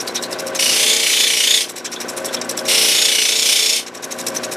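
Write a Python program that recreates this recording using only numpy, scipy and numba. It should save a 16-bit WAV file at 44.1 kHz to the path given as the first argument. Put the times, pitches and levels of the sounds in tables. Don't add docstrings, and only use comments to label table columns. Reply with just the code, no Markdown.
import sys
import numpy as np
from scipy import signal
from scipy.fft import rfft, irfft, next_fast_len
from scipy.io import wavfile
from scipy.ndimage import uniform_filter1d
from numba import njit

SR = 44100
rng = np.random.default_rng(int(sys.argv[2]) if len(sys.argv) > 2 else 0)


def file_out(sig):
    cols = np.atleast_2d(sig).T
    lim = np.clip(cols, -1, 1)
    pcm = np.round(lim * 32767).astype(np.int16)
    wavfile.write(sys.argv[1], SR, pcm)


N = 201128

# frequency_hz, relative_db
ROOM_SPECTRUM = [(18, -70), (30, -36), (237, -6.5), (533, 1.5), (832, -10), (1520, -7.5), (2840, -15.5),
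                 (6920, -26.5), (12300, -42), (15600, -53)]
# pitch_hz, level_db
MAINS_HUM = [(120, -60), (240, -50)]
MOTOR_HARMONICS = [-33, -46, -21.5, -21, -14, -2.5, -9, -3.5, 1.5, -2, -1, 8, -2.5, -5, -6.5, -2, -1.5, -31,
                   -20, -33, -1.5, -15, -0.5, -20, -1.5, 2, -3, -13, -18, -7, -7, -10.5, 0, 0, -2.5, -13,
                   -33, 2.5]
# turn_multiple, level_db
STRAIN_TONES = [(15, -39), (18, -44), (21, -45), (28, -48.5)]
# start_s, end_s
STRAIN_SPANS = [(.74, 1.666), (2.63, 3.8)]
# turn_multiple, level_db
FREE_TONES = [(8, -48), (18, -42.5), (21, -44.5)]
# start_s, end_s
FREE_SPANS = [(.22, .8), (2.12, 2.72), (4.06, 4.7)]
# start_s, level_db, pitch_hz
TRAY_DROPS = [(0.084, -25, 4050), (0.1653, -12.5, 3800), (0.2334, -17.5, 4130), (0.335, -26, 3900),
              (1.866, -20.5, 3360), (1.957, -19.5, 3500), (2.281, -25, 3450), (2.365, -22, 3480),
              (2.585, -26, 3350)]
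# start_s, relative_db, crest_delay_s, crest_db, squeak_hz, mist_db
PUMP_SPITS = [(0.0, -22.5, 0.0057, 14.5, 5770, -0.5), (0.065, -25.5, 0.014, 17.5, 4590, -1.5),
              (0.143, -18.5, 0.017, 15, 5970, -3.5), (0.224, -25.5, 0.005, 5, 5840, -0.5),
              (0.306, -27.5, 0.024, 19.5, 5040, 1), (0.387, -21.5, 0.0038, 3, 5150, -1.5),
              (0.464, -31.5, 0.021, 19.5, 5640, 1.5), (0.547, -19.5, 0.015, 14, 6300, -1.5),
              (1.683, -15, 0.0057, 3, 5960, -1.5), (1.756, -17.5, 0.034, -8, 5740, -2.5),
              (1.841, -16, 0.028, 7, 6250, -8), (1.916, -19.5, 0.024, 11, 5940, -3.5),
              (2, -18.5, 0.0083, 6, 5660, -1.5), (2.082, -25, 0.0096, 12.5, 5500, 2),
              (2.164, -25, 0.0097, 14, 9600, 3), (2.246, -21, 0.0014, 6, 5600, 1),
              (2.323, -21.5, 0.025, 16.5, 5430, -2.5), (2.413, -25.5, 0.0019, 19, 5600, -13),
              (2.444, -42, 0.0048, 23.5, 8080, -2), (2.49, -22, 0.0089, 14, 5800, -1),
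              (2.568, -23, 0.024, 12, 5300, 2), (2.649, -25.5, 0.02, 17, 5530, 1),
              (3.862, -16.5, 0.0046, 9, 5500, -10), (3.94, -25, 0.036, 8.5, 5540, -4.5),
              (4.021, -20.5, 0.022, 11.5, 6350, -2.5), (4.104, -17.5, 0.022, 12.5, 6380, -4.5),
              (4.182, -22, 0.025, 10, 7270, -0.5), (4.262, -25, 0.011, 14, 5750, 4.5),
              (4.344, -21.5, 0.028, 15.5, 5980, -2), (4.429, -21, 0.019, 11.5, 6740, -5.5),
              (4.509, -21, 0.024, 4, 8100, -1)]
# frequency_hz, relative_db
SPRAY_SPECTRUM = [(2000, 0.5), (2480, 1.5), (3180, -6), (3940, 4), (4520, -6), (5610, 4), (7010, 0),
                  (12000, -3.5), (15600, -20)]
# pitch_hz, width_hz, relative_db
NOZZLE_RINGS = [(5580, 240, -4), (7790, 660, -3.5), (9800, 450, -10.5)]
# time_s, rasp_db, tilt (0-1), chatter (times the low runout swing)
HAND_STROKES = [
    [(0.6, -20, 0.07, 1.4), (0.72, -22.5, 0.15, 0.9), (0.92, -17, 0.75, 0.66), (1.0, -22, 0.52, 0.56),
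     (1.07, -16, 0.26, 1.1), (1.24, -15.5, 0.83, 0.67), (1.37, -17.5, 0.05, 1.25), (1.54, -15.5, 1.0, 0.94),
     (1.62, -21, 0.46, .9)],
    [(2.69, -19, 0.05, 0.74), (2.85, -19.5, 0.27, 0.69), (3.03, -17, 0.88, 0.82), (3.19, -15.5, 0.22, 1),
     (3.39, -20, 0.96, 0.81), (3.5, -14.5, 0.37, 1.5), (3.58, -19, 0.58, 0.44), (3.7, -20, 1, 0.94),
     (3.78, -22, 0.48, 0.42)],
]
# turn_share, low_swing_db, upper_swing_db
WHEEL_RUNOUT = [(.04, -3.5, -2), (.2, -6, -3), (.42, -9, -5), (.66, -11, -6), (.75, -1, -1), (.87, 0, 0)]
# frequency_hz, relative_db
SCRAPE_SPECTRUM = [(900, -16), (1700, 3), (2040, 13), (3380, -4.5), (4550, -16), (5940, -22), (10900, -31),
                   (13700, -43), (15600, -96)]
# pitch_hz, width_hz, relative_db
STONE_RINGS = [(2312, 130, 0), (2603, 93, -3.5), (2932, 70, -4), (3155, 89, -5), (3445, 70, -2),
               (3650, 80, -1), (4120, 110, -0.5), (5060, 67, -5.5), (5376, 160, 3), (5920, 84, -2),
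               (6710, 180, 0), (8590, 260, -5.5), (10500, 780, -6)]
GRIP_RINGS = [5055, 5385]
# frequency_hz, gain_db
SIDE_SPECTRUM = [(300, -52), (700, -27), (1800, -47.5), (5000, -60), (6500, -47), (10000, -51)]
# frequency_hz, difference_db
LEFT_BALANCE = [(60, 1.3), (290, 1.8), (640, 2.4), (1410, 1.3), (2500, 0.0), (5200, 0.1), (6200, 1.3),
                (8000, 1.2), (9500, 0.1), (15000, 0.0)]

IDLE_HZ, SAG_HZ = 29.86, .25


def from_db(db):
    return np.exp(np.asarray(db) * (np.log(10) / 20))


def rms_one(x):
    return x / np.sqrt(np.mean(x ** 2) + 1e-20)


def add(out, s, sound):
    at = round(s * SR)
    out[at:at + len(sound)] += sound[:N - at]


def during(spans):
    t = np.arange(N) / SR
    return uniform_filter1d(sum(1. * (t > start) * (t < end) for start, end in spans), size=SR // 10)


def colour(x, points):
    size = next_fast_len(N)
    hz = np.maximum(np.arange(size // 2 + 1) * SR / size, 1)
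    hz_points, db_points = np.transpose(points)
    gain = from_db(np.interp(np.log(hz), np.log(hz_points), db_points))
    return irfft(rfft(x, size) * gain, size)[..., :N]


def passband(x, order, hz, kind):
    return signal.sosfilt(signal.butter(order, hz, kind, fs=SR, output="sos"), x)


def resonance(x, hz, width_hz):
    r = np.exp(-np.pi * width_hz / SR)
    gain = (1 - r * r) / 2
    return signal.lfilter([gain, 0, -gain], [1, -2 * r * np.cos(2 * np.pi * hz / SR), r * r], x)


@njit
def glide(x, hz, width_hz):
    r = np.exp(-np.pi * width_hz / SR)
    y = np.zeros(len(x))
    for i in range(2, len(x)):
        y[i] = x[i] - x[i - 2] + 2 * r * np.cos(2 * np.pi * hz[i] / SR) * y[i - 1] - r * r * y[i - 2]
    return y


def drift(rate_hz):
    r = np.exp(-80 * np.pi * rate_hz / SR)
    slow = signal.lfilter([1], [1, -2 * r, r * r], rng.standard_normal(N // 40 + 2002))[2000:]
    return np.interp(np.arange(N) / 40, np.arange(len(slow)), rms_one(slow))


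def grains(per_s, spread_db):
    sizes = from_db(spread_db * np.minimum(rng.exponential(1, N), 5)) * rng.choice([-1, 1], N)
    return rms_one(sizes * (rng.random(N) < per_s / SR))


def ping(level_db, hz, t60_s, attack_s, width_hz, clean):
    t = np.arange(SR // 10) / SR
    noisy = rms_one(resonance(rng.standard_normal(len(t)), hz, width_hz))
    envelope = from_db(level_db - 60 * t / t60_s) * (1 - np.exp(-t / attack_s))
    return envelope * (clean * np.sin(2 * np.pi * hz * t) + (1 - clean) * .52 * noisy)


def room():
    return from_db(-41) * rms_one(colour(rng.standard_normal(N), ROOM_SPECTRUM)) * from_db(1.3 * drift(44))


def motor(turns, contact_turns):
    drone = sum(from_db(db + .53 * drift(1)) * np.cos(2 * np.pi * (k * (turns - .85) + rng.normal(0, .13)))
                for k, db in enumerate(MOTOR_HARMONICS, start=1))
    strain = sum(from_db(db + 2 * drift(9.9)) * np.sin(2 * np.pi * (k * contact_turns + .03 * drift(5)))
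                 for k, db in STRAIN_TONES)
    free = sum(from_db(db + 2 * drift(6.5)) * np.sin(2 * np.pi * (k * turns + .081 * drift(7.1)))
               for k, db in FREE_TONES)
    hum = sum(from_db(db) * np.sin(2 * np.pi * hz * np.arange(N) / SR) for hz, db in MAINS_HUM)
    swells = during(STRAIN_SPANS) * strain + during(FREE_SPANS) * free
    return from_db(-42.5) * rms_one(drone) + swells + hum


def tray(pump_hz=12.376):
    out = np.zeros(N)
    for s, level_db, hz in TRAY_DROPS:
        add(out, s, ping(level_db, hz, t60_s=.072, attack_s=.0043, width_hz=280, clean=.3))
    for k, s in enumerate(np.arange(.031, N / SR, .5 / pump_hz)):
        knock_db = -25 - 7 * (k % 2) + rng.normal(0, 1.2)
        add(out, s, ping(knock_db, hz=1525, t60_s=.035, attack_s=.004, width_hz=120, clean=.7))
    return out


def pump(crest_s=.0024):
    t = np.arange(SR // 8) / SR
    spatter = from_db(-13 - 72 * t) * np.clip(t / .081, 0, 1)
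    flow, squeak_gain, squeak_hz, mist_db = np.zeros((4, N))
    for s, level_db, delay_s, crest_db, hz, fine_db in PUMP_SPITS:
        mist_db[round(s * SR):] = fine_db
        squeak_hz[round(s * SR):] = hz
        from_crest = (t - delay_s) / crest_s
        add(squeak_gain, s, from_db(level_db + crest_db) * np.exp(-(from_crest / 1.66) ** 2))
        crest = from_db((crest_db - 14) * np.exp(-from_crest ** 2))
        open_s, length_s = .0014 + .29 * delay_s, .022 + .38 * delay_s
        body = np.clip(t / open_s, 0, 1) / (1 + (t / length_s) ** 6)
        add(flow, s, from_db(level_db) * (crest * body + spatter))
    droplets = grains(15000, spread_db=2.5)
    beads = grains(1400, spread_db=.5)
    chirps = sum(from_db(db + 4.3 * drift(29)) * rms_one(resonance(beads, hz, width_hz))
                 for hz, width_hz, db in NOZZLE_RINGS)
    spray = rms_one(rms_one(colour(droplets, SPRAY_SPECTRUM)) + from_db(-5) * chirps)
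    spray = passband(spray, 3, 1500, "high")
    dull = passband(spray, 2, 7000, "low")
    mist = from_db(mist_db + 2.33 * drift(68)) * (spray - dull)
    squeak = from_db(-9.5) * squeak_gain * rms_one(glide(droplets, squeak_hz, width_hz=240))
    gain = from_db(-13 + 1.8 * drift(110))
    return gain * (flow * (from_db(2.2 * drift(24)) * dull + mist) + squeak)


def hand():
    times, *columns = np.concatenate(HAND_STROKES).T
    return [np.interp(np.arange(N) / SR, times, column) for column in columns]


def touch(land_s=.013, lift_s=.12):
    t = np.arange(N) / SR
    touching = np.zeros(N)
    for stroke in HAND_STROKES:
        start, end = stroke[0][0], stroke[-1][0]
        fade = from_db(np.interp(t, [end, end + lift_s], [0, -29.5]))
        touching += fade * np.interp(t, [start - land_s, start, end, end + lift_s], [0, 1, 1, 0])
    return touching


def wheel(touching, lag_s=.06):
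    rasp_db, tilt, _ = hand()
    pressure = touching * from_db(1.5 * rasp_db)
    r = np.exp(-1 / (lag_s * SR))
    load = signal.lfilter([1 - r], [1, -r], pressure * touching.sum() / pressure.sum())
    turns = np.cumsum(IDLE_HZ - SAG_HZ * load) / SR
    return turns, turns - .13 * uniform_filter1d(tilt - .5, size=SR // 12)


def rim_grit(turns, repeat_share=.8):
    steps = round(SR / IDLE_HZ)
    fresh = np.resize(grains(16000, spread_db=3), (int(turns[-1]) + 2, steps))
    track = signal.lfilter([1], [1, -repeat_share], fresh, axis=0).ravel()
    return rms_one(track[np.round(np.maximum(turns, 0) * steps).astype(int)])


def stone_rings(patches, tilt, low_hz, upper_hz):
    grip_hz = np.where(np.arange(N) / SR < HAND_STROKES[1][0][0] - .5, *GRIP_RINGS)
    bands = np.zeros((3, N))
    for k, (hz, width_hz, level_db) in enumerate(STONE_RINGS):
        woken = np.exp(-(np.log2(hz / low_hz) / .17) ** 2) + np.exp(-(np.log2(hz / upper_hz) / .1) ** 2)
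        woken += tilt * (abs(hz / grip_hz - 1) < .03)
        gain = from_db(level_db + 10.2 * woken + 1.73 * drift(5.3) + 1.9 * (.5 - tilt) * (hz > 7500))
        tilted_hz = hz * (1 + .02 * (tilt - .5))
        bands[(hz > 4500) + (hz > 7500)] += gain * rms_one(glide(patches[k % 2], tilted_hz, width_hz))
    return [rms_one(band) for band in bands]


def grinding(touching, turns):
    t = np.arange(N) / SR
    rasp_db, tilt, chatter = hand()
    low_hz, upper_hz = np.interp(tilt, [0, 1], [2780, 3620]), np.interp(tilt, [0, 1], [5600, 6700])
    share, low_swing, upper_swing = np.transpose(WHEEL_RUNOUT)
    low_throb_db = np.interp(turns, share, low_swing, period=1) * chatter
    upper_throb_db = np.interp(turns, share, upper_swing, period=1) * (.35 + .5 * tilt) + drift(40)
    scrape_grit, *patches, glide_grit = [rim_grit(turns) for _ in range(4)]
    scrape = rms_one(colour(scrape_grit, SCRAPE_SPECTRUM))
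    low, upper, hiss = [rms_one(passband(scrape, 3, edges_hz, "band"))
                        for edges_hz in ([900, 4500], [4500, 7500], [7500, 16500])]
    low_rings, upper_rings, top_rings = stone_rings(patches, tilt, low_hz, upper_hz)
    bite_hz = low_hz * (1 + .091 * ((turns - share[3]) % 1 - .3))
    low_glide = rms_one(from_db(.7 * low_throb_db) * glide(glide_grit, bite_hz, width_hz=300))
    upper_glide = rms_one(glide(glide_grit, upper_hz, width_hz=250))
    low = rms_one(low + from_db(11) * low_rings + from_db(-.5) * low_glide)
    upper = rms_one(upper + from_db(-1) * upper_rings + from_db(-5.5) * upper_glide)
    hiss = rms_one(from_db(1) * hiss + top_rings)
    steady_db = -.65 * (rasp_db - np.concatenate(HAND_STROKES)[:, 1].mean())
    low *= from_db(-.5 + low_throb_db)
    upper *= from_db(-3 + 3.5 * tilt + steady_db + upper_throb_db)
    hiss *= from_db(-5.8 + steady_db + .77 * upper_throb_db)
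    starts = [stroke[0][0] for stroke in HAND_STROKES]
    rasp_rise_db = sum(np.interp(t, [s, s + 1], [-4, 0]) * (t > s - .1) for s in starts)
    return touching * from_db(rasp_db + rasp_rise_db) * (low + upper + hiss)


def scene():
    touching = touch()
    turns, contact_turns = wheel(touching)
    water = pump()
    mid = grinding(touching, contact_turns) + water + tray() + motor(turns, contact_turns) + room()
    smear = rng.standard_normal(1500) * from_db(-60 * np.arange(1500) / 1500)
    wide = mid + from_db(30) * water
    side = colour(signal.fftconvolve(wide, smear / np.linalg.norm(smear))[:N], SIDE_SPECTRUM)
    return np.array([colour(mid, [(hz, db / 2 * sign) for hz, db in LEFT_BALANCE]) + sign * side
                     for sign in (1, -1)])


def record(dry, response_s=.12, cutoff_hz=15450):
    r = np.exp(-1 / (response_s * SR))
    power = np.mean(dry ** 2, axis=0)
    slow_power = signal.lfilter([1 - r], [1, -r], power, zi=[r * power[:SR // 4].mean()])[0]
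    shortfall_db = -16 - 10 * np.log10(slow_power + 1e-12)
    lift_db = uniform_filter1d(np.clip(.63 * shortfall_db, 0, 8.5), size=SR // 4, origin=SR // 9)
    rounded = 1.753 * np.tanh(dry * from_db(lift_db) / 1.448)
    top_cut = signal.ellip(10, .5, 80, cutoff_hz, fs=SR, output="sos")
    return signal.sosfilt(top_cut, np.clip(rounded, -1, 1))


dry = scene()
out = record(dry)
file_out(out)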